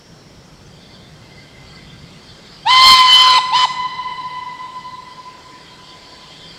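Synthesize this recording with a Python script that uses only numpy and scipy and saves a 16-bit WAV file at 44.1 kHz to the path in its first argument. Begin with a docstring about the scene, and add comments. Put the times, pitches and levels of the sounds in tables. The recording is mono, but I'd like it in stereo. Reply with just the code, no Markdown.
"""Open country: a steam locomotive rolls slowly by its engine rumble, leaking steam and singing wheels.
A thin high whine sinks back, a small bird chips faintly, and flanges rub the rails before and after the whistle.
Then one long blast and one short scoop up as the valve opens, from surging steam on a bell, and ring on from
a grassy bank nearby and the far hills and woods. The loudest peaks overload the microphone and are cut flat.
Rumble, steam and air are shaped noise, wheels are shaken resonances, whistle and whine are built from sines."""
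import sys
import numpy as np
from scipy import signal
from scipy.fft import rfft, irfft
from scipy.io import wavfile
from scipy.ndimage import uniform_filter1d

SR = 44100
rng = np.random.default_rng(int(sys.argv[2]) if len(sys.argv) > 2 else 0)


def master_out(mix):
    """Clip the mix to full scale and print it as 16-bit PCM to the path in sys.argv[1]."""
    frames = np.transpose(np.atleast_2d(mix))
    ceiling = np.clip(frames, -1, 1)
    pcm = np.round(ceiling * 32767).astype(np.int16)
    wavfile.write(sys.argv[1], SR, pcm)


N = 290178
TIME = np.arange(N) / SR  # s

# Levels are relative: each source adds its own trim. Noise spectra are in dB per Hz, then evened to rms 1.
# engine rumble: frequency_hz, density_db
RUMBLE_SPECTRUM = [(15, -44), (28, -28.5), (45, -5), (100, -5.5), (160, 1), (250, -13), (450, -19),
                   (1000, -33.5), (4000, -67)]
# the labouring engine, eased off at the whistle: time_s, level_db
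RUMBLE_LEVEL = [(0.0, -46), (0.25, -47), (2.01, -43.5), (2.5, -46.5), (5.27, -52), (6.55, -52)]
# leaking steam: frequency_hz, density_db
LEAK_SPECTRUM = [(500, -4), (1500, -5), (2700, -4), (3900, -1.5), (4700, 1), (5300, -4.5), (5900, -15),
                 (7700, -11), (9500, -27), (15000, -43)]
# loudness of leaking steam and rolling wheels, fades in at the start, then swells slowly: time_s, level_db
STEAM_AND_WHEELS_LEVEL = [(0, -55), (1.15, -48.5), (2.6, -44), (4.8, -45.5), (6.58, -41.5)]
# the open air: frequency_hz, density_db
AIR_SPECTRUM = [(20, -25.5), (150, -2), (300, 1), (520, -1.5), (1000, -7), (2500, -15.5), (6000, -16),
                (9000, -25), (15000, -35)]
# likeness of left and right in the background: frequency_hz, likeness_0_to_1
LIKENESS = [(30, .2), (120, 0.43), (500, 0.34), (2000, 0.56), (4500, 0.21), (9000, 0.2)]
# resonances of wheels and rails: frequency_hz, width_hz, rolling_level_db
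WHEEL_MODES = [(1580, 50, -11), (2060, 103, -5), (3200, 130, -2.5), (3510, 95, -10.5), (4530, 470, -6)]
# a flange rubs the rail and wakes modes near one frequency: middle_s, half_length_s, frequency_hz, level_db
FLANGE_RUBS = [(.97, 0.17, 4060, -51), (1.41, .06, 4800, -50), (1.65, 0.35, 2050, -52),
               (1.74, 0.086, 4500, -47.5), (1.913, 0.035, 3200, -50), (2.32, 0.052, 4300, -49),
               (5.396, 0.062, 4320, -52), (5.89, 0.043, 3100, -50), (6.116, 0.098, 4480, -48),
               (6.424, 0.16, 3815, -45)]
# lines of the thin high whine: frequency_hz, level_db
WHINE_LINES = [(5098, -68.5), (5399, -63), (5701, -65.5), (6002, -88)]
# rise and fall of the whine: time_s, gain_db
WHINE_FADE = [(0, 6), (.55, 2.5), (.8, -4), (6.58, -2.5)]
# faint chips of a small bird: middle_s, frequency_hz, level_db
BIRD_CHIPS = [(.455, 6230, -54), (.625, 6200, -57), (.668, 6200, -50)]
# whistle blasts: start_s, opening_s, shut_s, closing_s, jet_strength_db
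BLASTS = [(2.647, .062, 3.395, 0.01497, 0.5), (3.512, .050, 3.661, 0.0125, -2.5)]
# the driver's pull on the open valve, surging, easing, then held: time_s, pitch_hz, jet_strength_db
DRIVER_PULL = [(2.71, 1021, -22.5), (2.762, 1030, -20.5), (2.896, 1046, -13), (3.006, 1021, -22),
               (3.046, 1015, -25.5), (3.132, 1014, -18), (3.22, 1022, -20), (3.375, 1011, -20.5)]
USUAL_JET_DB = -20
# partials 1 to 4: level_db at the usual jet, gain_db_per_jet_db, drift_db_per_s as the engine rolls on,
# overblown_change_db, half_open_change_db
PARTIALS = [(-10, 0.34, -2, -9, .5), (-15, 0.37, -15.5, 1.5, -8), (-15.5, .5, -1.5, 8.5, -4.5),
            (-22, 1.64, -1.5, -1, 9)]
# partials 5 and up: level_db against the steam rush
OVERTONE_LEVELS = [-4, -15, -18, -25]
# the note tips over into its third partial: middle_s, half_length_s
OVERBLOW = (3.155, .07)
# partials 1 to 6 as sent out to the hills: level_db
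SENT_LEVELS = [-9, -18.5, -20.5, -19.5, -27, -31]
# the jet's rush, coloured by the bell: frequency_hz, density_db
RUSH_SPECTRUM = [(100, -36), (500, -21), (820, -10), (1200, -6.5), (1600, -15), (2200, -10), (2700, -15),
                 (3250, -5.5), (3800, -7), (4350, -2), (4850, -8.5), (5900, -23), (8200, -24.5),
                 (13000, -56)]
# bell modes the jet only roughens, out of tune with the note: multiple_of_pitch, width_hz, level_db
BELL_MODES = [(3.19, 110, -8), (4.18, 130, -2), (4.43, 89.5, -7.5)]
# grassy bank nearby: frequency_hz, decay_t60_s
BANK_T60 = [(1000, 1.55), (6000, 0.61)]
# grassy bank nearby: frequency_hz, echo_level_db
BANK_COLOUR = [(700, -7.5), (1000, -10.5), (3000, -9), (4500, -8.5), (7000, -2.5)]
# grassy bank nearby: frequency_hz, right_over_left_db
BANK_BALANCE = [(1000, 2), (6000, 5.6)]
# far hills and woods: frequency_hz, decay_t60_s
HILLS_T60 = [(300, 1), (1000, 5), (2000, 4), (3000, 3.5), (4100, 3), (6000, 1.5), (10000, 5)]
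# far hills and woods: frequency_hz, echo_level_db
HILLS_COLOUR = [(300, -13.5), (800, -23.5), (1020, -8.5), (2000, -8.5), (4100, -9.5), (6000, -12.5),
                (10000, -25)]
# far hills and woods: frequency_hz, right_over_left_db
HILLS_BALANCE = [(600, 4.6), (1000, 11.2), (2000, 2.7)]
# the moving engine is heard at a different pitch from each slope: pitch_ratio, level_db, build_up_s
SLOPES = [(.985, -1.5, .35), (.998, -3, .6)]
EDGE_HZ = 15800  # upper band limit


def gain_of(db):
    """Amplitude factor of a level in dB."""
    return 10 ** (np.asarray(db) / 20)


def evened(x):
    """Scales to rms 1."""
    return x / np.sqrt(np.mean(x ** 2) + 1e-20)


def spectrum_at(points, hz):
    """Reads a spectrum table on a log-frequency axis."""
    table_hz, value = np.transpose(points)
    return np.interp(np.log(hz + 1), np.log(table_hz + 1), value)


def curves(rows):
    """Each column of a time table after the first, at every sample."""
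    time_s, *columns = np.transpose(rows)
    return [np.interp(TIME, time_s, column) for column in columns]


def panned(right_db):
    """Gains of left and right, with the right channel stronger by right_db."""
    return gain_of(np.array([[-right_db], [right_db]]) / 2)


def wander(hz, size=N):
    """Smooth chance of rms about 1, whose faster changes weaken above hz."""
    step = 16  # samples between random knots
    knots = rng.standard_normal(size // step + 2)
    f = np.fft.rfftfreq(len(knots), step / SR)
    knots = evened(irfft(rfft(knots) / (1 + (f / hz) ** 2), len(knots)))
    return np.interp(np.arange(size) / step, np.arange(len(knots)), knots)


def noise(spectrum, patchy_db, same=None):
    """Stereo turbulence: noise of a given spectrum, with uneven patches in time and frequency."""
    frame, hop = 2048, 1024  # samples
    hz = np.fft.rfftfreq(frame, 1 / SR)
    a, b, c, d, patches = rng.standard_normal((5, len(hz), N // hop + 4))
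    patches = uniform_filter1d(patches, size=4, axis=1)
    patches = evened(uniform_filter1d(patches, size=18, axis=0))
    if same is None:
        same = spectrum_at(LIKENESS, hz)[:, None]
    same = np.clip(same, 0, 1)
    left = a + 1j * b
    right = same * left + np.sqrt(1 - same ** 2) * (c + 1j * d)
    colour = gain_of(spectrum_at(spectrum, hz)[:, None] + patchy_db * patches)
    bins = np.array([left, right]) * colour
    return evened(signal.istft(bins, window="cosine", nperseg=frame, noverlap=hop)[1][:, :N])


def hoarse(hz, width, apart=0.18):
    """A resonance along the curve hz, shaken at random, a little different at each side."""
    carrier = np.exp(2j * np.pi * np.cumsum(hz) / SR)

    def shaken():
        real_part = wander(width * 0.43, size=len(hz))
        imaginary_part = wander(width * 0.64, size=len(hz))
        return (carrier * (real_part + 1j * imaginary_part)).real

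    mid, side = shaken(), shaken()
    return evened(np.array([mid + apart * side, mid - apart * side]))


def engine(air_db=-46.5, rumble_db=2.5):
    """Low rumble and steam hissing from leaks, in the open air: three layers of turbulent noise."""
    rumble = gain_of(rumble_db + curves(RUMBLE_LEVEL)[0]) * noise(RUMBLE_SPECTRUM, patchy_db=1.5)
    leak = gain_of(curves(STEAM_AND_WHEELS_LEVEL)[0]) * noise(LEAK_SPECTRUM, patchy_db=3.0)
    air = gain_of(air_db) * noise(AIR_SPECTRUM, patchy_db=1)
    return (rumble + leak + air) * panned(right_db=4.0)


def rails(rolling_db=-10.5, rubbing_db=-2.5, uneven_db=3.0, reach_octaves=0.36):
    """Wheel and rail modes sing thinly in rolling, and swell hoarsely where a flange rub lies near in pitch."""
    out = np.zeros((2, N))
    rolling_level_db = rolling_db + curves(STEAM_AND_WHEELS_LEVEL)[0]
    swells = [gain_of(rubbing_db + db) * np.exp(-((TIME - middle) / half) ** 2)
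              for middle, half, _, db in FLANGE_RUBS]
    for hz, width, db in WHEEL_MODES:
        rubbing = 0
        for swell, (_, _, rub_hz, _) in zip(swells, FLANGE_RUBS):
            rubbing = rubbing + swell * np.exp(-(np.log2(hz / rub_hz) / reach_octaves) ** 2)
        level = (gain_of(rolling_level_db + db) + rubbing) * gain_of(uneven_db * wander(hz=17))
        out += level * hoarse(np.full(N, hz), width)
    return out * panned(right_db=2.0)


def whine():
    """Thin lines of fixed pitch, wavering together in level, that soon sink into the background."""
    lines = sum(gain_of(db) * np.sin(2 * np.pi * (hz * TIME + rng.random())) for hz, db in WHINE_LINES)
    level = gain_of(curves(WHINE_FADE)[0] + wander(hz=8))
    return np.sqrt(2) * lines * level * panned(right_db=-5)


def bird(length_s=.009, rough=.03):
    """Very short high notes, raspy because their pitch is shaken at random."""
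    rasp = 1 + rough * wander(hz=500)
    out = np.zeros(N)
    for middle, hz, db in BIRD_CHIPS:
        swell = gain_of(db) * np.exp(-((TIME - middle) / length_s) ** 2)
        out += swell * np.sin(2 * np.pi * np.cumsum(hz * rasp) / SR)
    return out


def valve():
    """Steam pressure at the whistle as the valve moves, 0 shut to 1 open."""
    return sum(np.clip(np.minimum((TIME - start) / opening, (shut - TIME) / closing), 0, 1)
               for start, opening, shut, closing, _ in BLASTS)


def jet():
    """Strength of the steam jet from pull and blast, in dB over the usual."""
    blast_db, = curves([(s, db) for start, _, shut, _, db in BLASTS for s in (start, shut)])
    return curves(DRIVER_PULL)[1] + blast_db - USUAL_JET_DB


def pitch(pressure, scoop=.28, bend=1.3):
    """The note (Hz) scoops up as the valve opens and drops as it shuts."""
    return curves(DRIVER_PULL)[0] * (1 - scoop * (1 - pressure) ** bend)


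def rush_level(usual_db=-23.5, follows=0.95):
    """The rush of steam grows with the jet (dB)."""
    return usual_db + follows * jet()


def partial_levels(pressure):
    """A harder jet brightens the note; overblown, the third partial takes over; half open, the fourth shrieks (dB)."""
    middle, half = OVERBLOW
    overblown = np.exp(-((TIME - middle) / half) ** 4)
    half_open = np.sin(np.pi * pressure ** 2)
    since, jet_db = TIME - BLASTS[0][0], jet()
    low = [db + follows * jet_db + drift * since + over_db * overblown + half_db * half_open
           for db, follows, drift, over_db, half_db in PARTIALS]
    return low + [rush_level() + db for db in OVERTONE_LEVELS]


def whistle(pressure, jitter=0.0026, stumble=.025, flutter_db=0.67, sway_db=1.65, speaks_at=0.39, richness=1.0):
    """The bell's tone, flat and pure at low pressure, rich at full: as heard along the ground, and as sent aloft."""
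    on = pressure > 0
    unsteady = (jitter + stumble * (1 - pressure)) * wander(hz=130)  # least with the valve fully open
    phase = 2 * np.pi * np.cumsum(pitch(pressure) * (1 + unsteady))[on] / SR
    first = np.clip(pressure[on] / speaks_at, 0, 1) ** 2
    near, aloft = np.zeros((2, N)), np.zeros(N)
    for k, db in enumerate(partial_levels(pressure), 1):
        share = first if k == 1 else first * pressure[on] ** richness
        partial = np.sqrt(2) * share * np.sin(k * phase + rng.uniform(0, 2 * np.pi))
        flutter = flutter_db * min(k, 4) * wander(hz=69)[on]  # turbulent air shakes high partials most
        sway = sway_db * np.array([wander(hz=16)[on] for _ in range(2)])  # slower, different at each side
        near[:, on] += gain_of(db[on] + flutter + sway) * partial
        if k <= len(SENT_LEVELS):
            aloft[on] += gain_of(SENT_LEVELS[k - 1]) * partial
    return near, aloft


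def rush(pressure, hiss_db=6, ring_db=-1.0, hiss_lag=0.43, ring_lead=0.22, hiss_onset=1.6, ring_onset=1.0):
    """Steam tears past the bell's lip and makes its upper modes ring hoarsely; a harder jet rings more."""
    hiss = noise(RUSH_SPECTRUM, patchy_db=3.5, same=0.84) * pressure ** hiss_onset
    note_hz, jet_db = pitch(pressure), jet()
    modes = sum(gain_of(db) * hoarse(k * note_hz, width) for k, width, db in BELL_MODES)
    ring = modes * pressure ** ring_onset
    mixed = gain_of(hiss_db - hiss_lag * jet_db) * hiss + gain_of(ring_db + ring_lead * jet_db) * ring
    return gain_of(rush_level()) * mixed


def echoes(x, colour, t60, balance, build_s, same):
    """Scattered reflections: a noise tail that builds up, then dies at its own speed in each band."""
    a, b = rng.standard_normal((2, 4 * SR)) / np.sqrt(SR)
    same = np.clip(same, 0, 1)
    right = same * a + np.sqrt(1 - same ** 2) * b
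    hz, t, bins = signal.stft([a, right], SR, nperseg=512)
    rate = np.log(1000) / spectrum_at(t60, hz)[:, None]  # 60 dB of decay in one t60
    decay = np.sqrt(2 * rate) * np.exp(-rate * t) * (1 - np.exp(-t / build_s))
    side_db = np.outer([-.5, .5], spectrum_at(balance, hz))
    bins = bins * decay * gain_of(spectrum_at(colour, hz) + side_db)[..., None]
    tail = signal.istft(bins, SR, nperseg=512)[1]
    return signal.fftconvolve(x[None], tail, axes=1)[:, :N]


def blasts(tone_db=-.8, far_steam_db=-13):
    """The whistle heard directly, off the nearby bank, and off the far hills at shifted pitches."""
    pressure = valve()
    near, aloft = whistle(pressure)
    steam = rush(pressure)
    direct = gain_of(tone_db) * near * panned(right_db=2.5) + steam * panned(right_db=4)
    bank = echoes(direct.mean(0), BANK_COLOUR, BANK_T60, BANK_BALANCE, build_s=0.0057, same=0.28)
    sent = aloft + gain_of(far_steam_db) * steam[0]
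    start, hills = BLASTS[0][0], 0
    for ratio, db, build_s in SLOPES:
        shifted = gain_of(db) * np.interp(start + (TIME - start) * ratio, TIME, sent)
        hills = hills + echoes(shifted, HILLS_COLOUR, HILLS_T60, HILLS_BALANCE, build_s, same=0.47)
    return direct + bank + hills


def scene():
    """All sources as they reach the stereo microphone."""
    mix = engine() + rails() + whine() + bird() + blasts()
    return np.array([mix[0], np.roll(mix[1], 1)])  # sound reaches the right side one sample later


def record(dry):
    """The overloaded microphone cuts the loudest peaks flat; then the treble is band-limited."""
    clipped = np.clip(dry * gain_of(0.23), -1, 1)
    lowpass = signal.firwin(255, EDGE_HZ, window=("kaiser", 8), fs=SR)
    return signal.oaconvolve(clipped, lowpass[None], "same")


dry = scene()
out = record(dry)
master_out(out)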